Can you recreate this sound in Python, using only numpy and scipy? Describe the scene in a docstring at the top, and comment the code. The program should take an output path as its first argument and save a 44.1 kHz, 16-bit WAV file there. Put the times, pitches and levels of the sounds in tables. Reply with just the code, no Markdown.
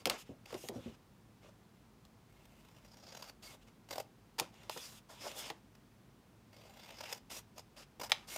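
"""Scissors in stiff card

Close to the microphone, scissors cut stiff card held over a craft table in a quiet room.
The closing blades tear the fibres in short bursts: rough noise rings the blades and the cut edge.
Between the cuts blades and fingers slide along the sheet, a smoother noise coloured by the touch.
The sheet snaps (crack, falling sweep, ringing modes) and wobbles when moved (low tones in dull noise).
A faint short echo follows the near sounds, and shaped noise makes the soft room hum underneath."""
import sys
import numpy as np
from scipy import signal
from scipy.fft import rfft, irfft
from scipy.io import wavfile

SR = 44100
rng = np.random.default_rng(int(sys.argv[2]) if len(sys.argv) > 2 else 0)


def digitize_waveform(pressure):
    """Quantize a signal to 16-bit integers and store it at the path in sys.argv[1].

    Rows of a 2-D input are taken as channels; values are limited to [-1, 1].
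    """
    field = np.atleast_2d(pressure).T
    bounded = np.clip(field, -1, 1)
    quanta = np.round(bounded * 32767).astype(np.int16)
    wavfile.write(sys.argv[1], SR, quanta)


def field_ratio(decibels):
    """Amplitude ratio for a level in dB (20 dB per decade); scalars and array-likes work."""
    return 10 ** (np.asarray(decibels, dtype=float) / 20)


N = 369116   # length [samples]

BOOM_HZ, TREBLE_HZ = 1400, 7000   # where boom meets middle, and middle meets treble


def cutting():
    """Shearing fibres ring the blades; the tear advances in jerks, the strongest as separate bursts."""
    # slow cuts, the blades closing bit by bit:
    # (time [s], relative level [dB], centre of the ringing [Hz], treble re shear [dB])
    slow_cuts = [
        [(2.28, -77, 3180, -4), (2.6, -73, 3300, -2), (2.85, -71.5, 3850, -7.5), (3.0, -64.5, 5400, -12),
         (3.12, -56, 5400, -13.5), (3.2, -58, 4730, -8), (3.3, -55, 4700, -7.5)],
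        [(6.515, -63.5, 3750, -11), (6.65, -64.5, 3660, -8), (6.8, -59.5, 3770, -8.5),
         (6.95, -57.5, 3700, -11.5), (7.08, -55, 3900, -8.5), (7.175, -55.5, 4160, -3)],
    ]
    # quick snips: (start [s], length [s], relative level [dB], fade over the snip [dB],
    # centre of the ringing [Hz])
    snips = [(3.895, 0.12, -47, 7, 4280), (7.555, 0.051, -57.5, 4, 4200), (7.995, 0.074, -52, -3, 4070),
             (8.09, 0.022, -58, 3, 3200)]
    # fibres giving way in a burst: (time [s], relative level [dB])
    tears = [(0.069, -37), (0.4564, -53), (0.5245, -49), (2.4533, -63), (2.847, -63.5), (2.9402, -59),
             (3.148, -57), (3.2394, -58), (4.539, -65), (6.983, -63), (7.058, -56), (2.969, -55.5),
             (3.0659, -60), (3.167, -55), (3.2231, -46.5), (3.276, -63), (3.2945, -51.5), (3.8872, -54),
             (3.9055, -68), (3.932, -51), (3.956, -47), (3.98, -43), (3.999, -44), (4.3824, -42),
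             (4.3877, -35), (4.631, -58.5), (4.773, -42.5), (5.3137, -48), (5.7505, -60.5), (6.528, -61),
             (6.6947, -61), (6.77, -57), (7.007, -51), (7.036, -50), (7.0998, -60), (7.125, -39),
             (7.3003, -51), (7.5792, -49), (7.593, -56), (7.9969, -44.5), (8.015, -45), (8.0331, -41.5),
             (8.0958, -43), (8.105, -45), (8.3598, -38)]
    # colour of the shearing noise: (frequency [Hz], relative level per Hz [dB])
    shear = [(150, -48), (250, -14.5), (831, -8.5), (1140, -14.5), (1820, -7), (2130, -7.5), (4260, -10),
             (5160, -14), (11300, -19.5), (14900, -13), (16000, -38)]
    boom_db, snip_treble_db = -2, -6.5   # re shear
    tear_rise_ms, jerks_per_s = 4.2, 80

    cuts = slow_cuts + even(snips, snip_treble_db)
    gain, centre_hz, treble_db = strokes(cuts, attack_s=0.018, release_s=0.025)
    boom, middle, treble = friction(shear, centre_hz, spread_db=2.9, ring_db=12,
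                                    flicker_db=4.5, lean_db=46.0)

    # small tears come at random
    jerks = (rng.random(N) < jerks_per_s / SR) * field_ratio(3.8 * rng.standard_normal(N))
    jerky = signal.fftconvolve(jerks, burst(tear_rise_ms))[:N]
    gain = gain * (field_ratio(-3.5) + field_ratio(-5.5) * jerky)
    for s, db in tears:
        add(gain, s - .0012, field_ratio(db) * burst(tear_rise_ms))
    return gain * (field_ratio(boom_db) * boom + middle + field_ratio(treble_db) * treble)


def sliding():
    """Smooth friction on the coated surface, slightly uneven; a light touch is thin and bright."""
    # blades and fingers sliding on the card: (start [s], length [s], relative level [dB],
    # fade over the slide [dB], lightness of touch [0-1])
    slides = [(-.02, 0.043, -55.5, 12, 0.28), (0.09, 0.077, -45.5, 8.5, 0.1), (0.17, 0.052, -54.5, 2, 0.67),
              (0.25, 0.066, -70, 3, 0.32), (0.455, .1, -63.5, -8.5, 0.23), (0.56, 0.122, -59.5, -4.5, 0.83),
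              (0.72, 0.23, -60.5, 9.5, 0.29), (1.41, 0.084, -67, 1, 0.09), (3.42, 0.13, -50.5, 9.5, 0.48),
              (3.61, 0.019, -66, 5, .35), (3.665, 0.019, -59.5, 2.5, 0.22), (4.41, 0.096, -53.5, 20, 0.18),
              (4.52, 0.19, -65.5, 2.5, 0.22), (4.7, 0.068, -52.5, 1, 0.7), (4.765, 0.22, -51, 8.5, .65),
              (5.085, 0.13, -56, 7.5, 0.34), (5.5, 0.09, -63, 15, .1), (7.295, 0.098, -49, 0.5, 0.6),
              (7.76, 0.073, -52, 8, 0.34), (8.13, 0.17, -59, 16.5, 0.14), (8.27, 0.1, -51, -6, 0.66)]
    # the sheet is dragged off the blades: (time [s], relative level [dB], lightness of touch [0-1])
    drag = [(5.2, -56, 0.42), (5.27, -48, 0.28), (5.34, -57.5, 0.48), (5.39, -45, 0.72), (5.45, -53.5, 0.3),
            (5.495, -48, 0.36)]
    # colour of the rubbing noise: (frequency [Hz], relative level per Hz [dB])
    rub = [(150, -53), (250, -1.5), (319, -5), (607, -7), (1380, -5.5), (3280, -4.5), (4260, -6),
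           (4900, -8.5), (6940, -5), (14700, -7.5), (16000, -22)]

    gain, lightness = strokes(even(slides) + [drag], attack_s=0.019, release_s=0.027)
    # from a heavy to a light touch; boom and treble re the middle
    boom_db = np.interp(lightness, [0, 1], [4.6, -18])
    treble_db = np.interp(lightness, [0, 1], [-15.5, -0.56])
    centre_hz = np.interp(lightness, [0, 1], [2620, 5150])

    boom, middle, treble = friction(rub, centre_hz, spread_db=0.85, ring_db=7,
                                    flicker_db=6.0, lean_db=21.5)
    boom = boom * field_ratio(1.7 * drift(40.0))
    unevenness = field_ratio(1.2 * drift(24))
    return gain * unevenness * (field_ratio(boom_db) * boom + middle + field_ratio(treble_db) * treble)


def friction(spectrum, centre_hz, spread_db, ring_db, flicker_db, lean_db):
    """Grit rings resonances that come and go, leaning to a centre; boom, middle, treble at rms 1."""
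    # ringing of blades and cut edge: (frequency [Hz], width [Hz], relative level [dB])
    blades = [(593, 147, -2.5), (795, 47, -7), (958, 110, -7.5), (1223, 510, -13.5), (2170, 45, -0.5),
              (2746, 660, 1.5), (3470, 330, -3), (4004, 49, -2.5), (4660, 210, -0.5), (5070, 310, 4),
              (5690, 79, -0.5), (6470, 170, -4), (7046, 86, -6), (8200, 430, -23), (12870, 370, -30)]

    broad = rms_one(colour(grit(spread_db), spectrum))
    rings, power = 0, 0
    for hz, width_hz, level_db in blades:
        r = np.exp(-np.pi * width_hz / SR)
        poles = [1, -2 * r * np.cos(2 * np.pi * hz / SR), r * r]
        line = signal.lfilter([(1 - r * r) / 2, 0, (r * r - 1) / 2], poles, broad)
        # a high centre favours the high modes of the middle register
        lean = np.log2(hz / 3800) * np.log2(centre_hz / 3900) * (BOOM_HZ < hz < TREBLE_HZ)
        weight = field_ratio(flicker_db * drift(7.4) + lean_db * lean)
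        rings = rings + field_ratio(level_db) * weight * line
        power = power + weight ** 2
    rings = rings / np.sqrt(power / len(blades))
    return [rms_one(part) for part in registers(broad + field_ratio(ring_db) * rings)]


def snaps():
    """A crack, a falling sweep (high bending waves outrun low ones), a table echo, the card modes."""
    # the sheet snaps or the blade tips close: (time [s], relative level [dB],
    # sheet boom re middle [dB], treble re middle [dB], ring length factor)
    blows = [(0.0556, -17.5, -6, -5.5, 0.96), (0.098, -19.5, -2, -5, 0.91), (0.5057, -45, 13, -16, 0.54),
             (0.5427, -34, -19, -11, 0.74), (0.6865, -30, -5.5, -3, 0.4), (2.0512, -52, 3, -4.5, 1),
             (4.3976, -19, -0.5, -2.5, 0.62), (4.696, -28, 6.5, -6.5, 0.51), (5.5011, -26, -3, -15, 0.68),
             (8.1186, -10, -3, -17, 1)]
    # modes of the card: (frequency [Hz], relative level [dB], relative decay time)
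    card = [(584, -5, 0.036), (876, 8, 0.048), (2640, -15, 0.068), (2970, -4, 0.05), (3500, -1.5, 0.15),
            (3960, -12, 0.058), (4100, -22, 0.0767), (5600, -10, 0.04), (6400, -26.5, 0.15),
            (8290, -30, 0.054)]

    out, length = np.zeros(N), 6000
    t = np.arange(length) / SR
    sweep_hz = 600 + 5200 / (1 + t / 0.00122) ** 2.413
    sweep = np.sin(2 * np.pi * np.cumsum(sweep_hz) / SR) * np.exp(-t / 0.0019)
    thin = signal.butter(3, 480, "high", fs=SR, output="sos")
    dip = signal.iirnotch(1550, 2.8, fs=SR)          # the sheet radiates poorly between boom and click
    dull = signal.butter(1, 8000, fs=SR)             # thick card cracks without much sizzle

    for s, db, boom_db, treble_db, factor in blows:
        crack_fade = np.exp(-t / 0.0031) + field_ratio(-30) * np.exp(-t / (0.025 * factor))
        crack = rng.standard_normal(length) * crack_fade
        modes = np.zeros(length)
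        for hz, level_db, decay in card:
            chance_db = rng.normal(0, 1.0)           # each blow strikes the modes a little differently
            modes += field_ratio(level_db + chance_db - 31) * ring(length, hz, 0.49 * decay * factor)
        blow = signal.sosfilt(thin, field_ratio(-2.0) * sweep + crack + modes)
        blow = signal.lfilter(*dip, blow)
        blow = signal.lfilter(*dull, blow)
        add(blow, .008, field_ratio(-16.0) * blow.copy())    # echo off the table
        boom, middle, treble = registers(blow, treble_hz=4700)
        add(out, s, field_ratio(db) * (field_ratio(boom_db) * boom + middle + field_ratio(treble_db) * treble))
    return out


def wobbles():
    """A soft push rings a low bending mode; its many neighbours blur into a dull, broken thud."""
    # the whole sheet flexes: (time [s], relative level [dB], pitch [Hz])
    flexes = [(0.058, -32.5, 332), (0.074, -30, 497), (0.105, -32.5, 598), (0.292, -38, 273),
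              (0.527, -38, 487), (0.544, -34.5, 375), (0.637, -43, 369), (0.693, -37, 397),
              (0.715, -44, 340), (0.739, -46, 370), (0.757, -36, 250), (0.858, -37.5, 229),
              (4.408, -34, 484), (4.761, -37.5, 484), (5.503, -38.5, 457)]
    cycles = 42.0   # until the tone has died by 60 dB

    out, length = np.zeros(N), 9000
    t = np.arange(length) / SR
    push = 1 - np.exp(-t / 0.0021)
    for s, db, hz in flexes:
        t60 = cycles / hz
        around = signal.butter(4, [0.23 * hz, 2.09 * hz], "band", fs=SR, output="sos")
        thud = rms_one(signal.sosfilt(around, rng.standard_normal(length)))
        thud = thud * field_ratio(-60 * t / (1.03 * t60))
        add(out, s, field_ratio(db) * push * (field_ratio(-4.5) * ring(length, hz, t60) + field_ratio(-4) * thud))
    return out


def room(x):
    """The room's echo: eight feedback delays, duller on every round."""
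    t60_s, wall_cut_hz = 0.27, 8900   # decay of the lows; treble lost on every round
    out, dull = np.zeros(N), np.exp(-2 * np.pi * wall_cut_hz / SR)
    lags = (np.geomspace(.009, .031, num=8) * SR).astype(int)
    for k, lag in enumerate(lags):
        loop, gain, state = x.copy(), field_ratio(-60 * lag / SR / t60_s), [0.]
        for i in range(lag, N, lag):
            back, state = signal.lfilter([gain * (1 - dull)], [1, -dull], loop[i - lag:i], zi=state)
            loop[i:i + lag] += back[:N - i]
        out += (loop - x) * (-1) ** k   # echoes alone, alternating in sign
    return out


def hum():
    """Steady room air: shaped noise with a few resonances, most of them low."""
    # colour of the air: (frequency [Hz], relative level per Hz [dB])
    air = [(15, -39.5), (25, -19), (43, -13.5), (213, -6.5), (312, -12.5), (347, -12.5), (582, -19.5),
           (898, -19.5), (1680, -26), (6330, -34), (6870, -35.5), (15100, -40.5), (16400, -36)]
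    # resonances standing out of it: (frequency [Hz], width [Hz], height [dB])
    air_peaks = [(49.7, 16, 11), (110.7, 15.8, 10), (140, 23, 2.5), (186.6, 9.4, 2), (216.7, 5.9, 6),
                 (15200, 250, 9)]
    return field_ratio(-63) * rms_one(colour(rng.standard_normal(N), air, air_peaks))


def rms_one(x):
    """Scaled to rms 1."""
    return x / np.sqrt(np.mean(x ** 2) + 1e-20)


def colour(x, spectrum, peaks=()):
    """Noise shaped by a spectrum, with resonances standing out of it."""
    hz = np.maximum(np.arange(N // 2 + 1) * SR / N, 1)
    points = np.array(spectrum)
    db = np.interp(np.log(hz), np.log(points[:, 0]), points[:, 1])
    for peak_hz, width_hz, peak_db in peaks:
        db = db + peak_db / (1 + (2 * (hz - peak_hz) / width_hz) ** 2)
    return irfft(rfft(x) * field_ratio(db), N)


def registers(x, treble_hz=TREBLE_HZ):
    """Boom, middle and treble of a sound."""
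    def cut(hz, kind):
        return signal.sosfilt(signal.butter(3, hz, kind, fs=SR, output="sos"), x)
    return cut(BOOM_HZ, "low"), cut([BOOM_HZ, treble_hz], "band"), cut(treble_hz, "high")


def drift(rate_hz):
    """Slow random wander of rms 1: noise through a two-pole low-pass, its first second left out."""
    r = np.exp(-2 * np.pi * rate_hz / SR)
    return rms_one(signal.lfilter([1], [1, -2 * r, r * r], rng.standard_normal(N + SR))[SR:])


def grit(spread_db):
    """Dense fibre clicks of uneven size."""
    return rng.standard_normal(N) * field_ratio(spread_db * np.minimum(rng.exponential(1, N), 5))


def even(rows, *shared):
    """Strokes that fade evenly from start to end."""
    return [[(s, db, value, *shared), (s + length, db - fade_db, value, *shared)]
            for s, length, db, fade_db, value in rows]


def strokes(curves, attack_s, release_s):
    """Gain of strokes that swell in and die out, and their controls; the louder rules where two meet."""
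    gain, controls, t = np.full(N, 1e-12), 0, np.arange(N) / SR
    for rows in curves:
        s, db, *values = np.transpose(rows)
        swell = np.clip((t - s[0]) / attack_s, 0, 1)
        fade = np.exp(-3 * np.clip(t - s[-1], 0, 1) / release_s)
        one = swell * fade * field_ratio(np.interp(t, s, db)) + 1e-9
        gain = gain + one
        controls = controls + one * np.array([np.interp(t, s, v) for v in values])
    return gain, *(controls / gain)


def ring(length, hz, t60):
    """A decaying sine that starts at height 1."""
    t = np.arange(length) / SR
    return np.sin(2 * np.pi * hz * t) * field_ratio(-60 * t / t60)


def burst(rise_ms):
    """An envelope that swells to 1, then dies away."""
    u = np.arange(2000) * 1000 / SR / max(rise_ms, .5)
    return (u * np.exp(1 - u)) ** 3


def add(out, s, sound):
    """Mix a short sound in at a time."""
    i = round(s * SR)
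    out[..., i:i + sound.shape[-1]] += sound[..., :out.shape[-1] - i]


def scene():
    """Hands and card close by, their echo, the room air."""
    near = cutting() + sliding() + snaps() + wobbles()
    echo = field_ratio(-24) * room(near)
    return (near + echo + hum())[None]


def top_cut(x):
    """Nothing passes above the cut-off."""
    return signal.sosfilt(signal.butter(12, 16520, fs=SR, output="sos"), x)


def record(dry):
    """The microphone drops the lowest bass and the top."""
    no_rumble = signal.sosfilt(signal.butter(4, 40, "high", fs=SR, output="sos"), dry)
    mix = signal.sosfilt(signal.cheby2(8, 50, 17100, fs=SR, output="sos"), no_rumble)
    return top_cut(mix)


dry = scene()
out = record(dry)
digitize_waveform(out)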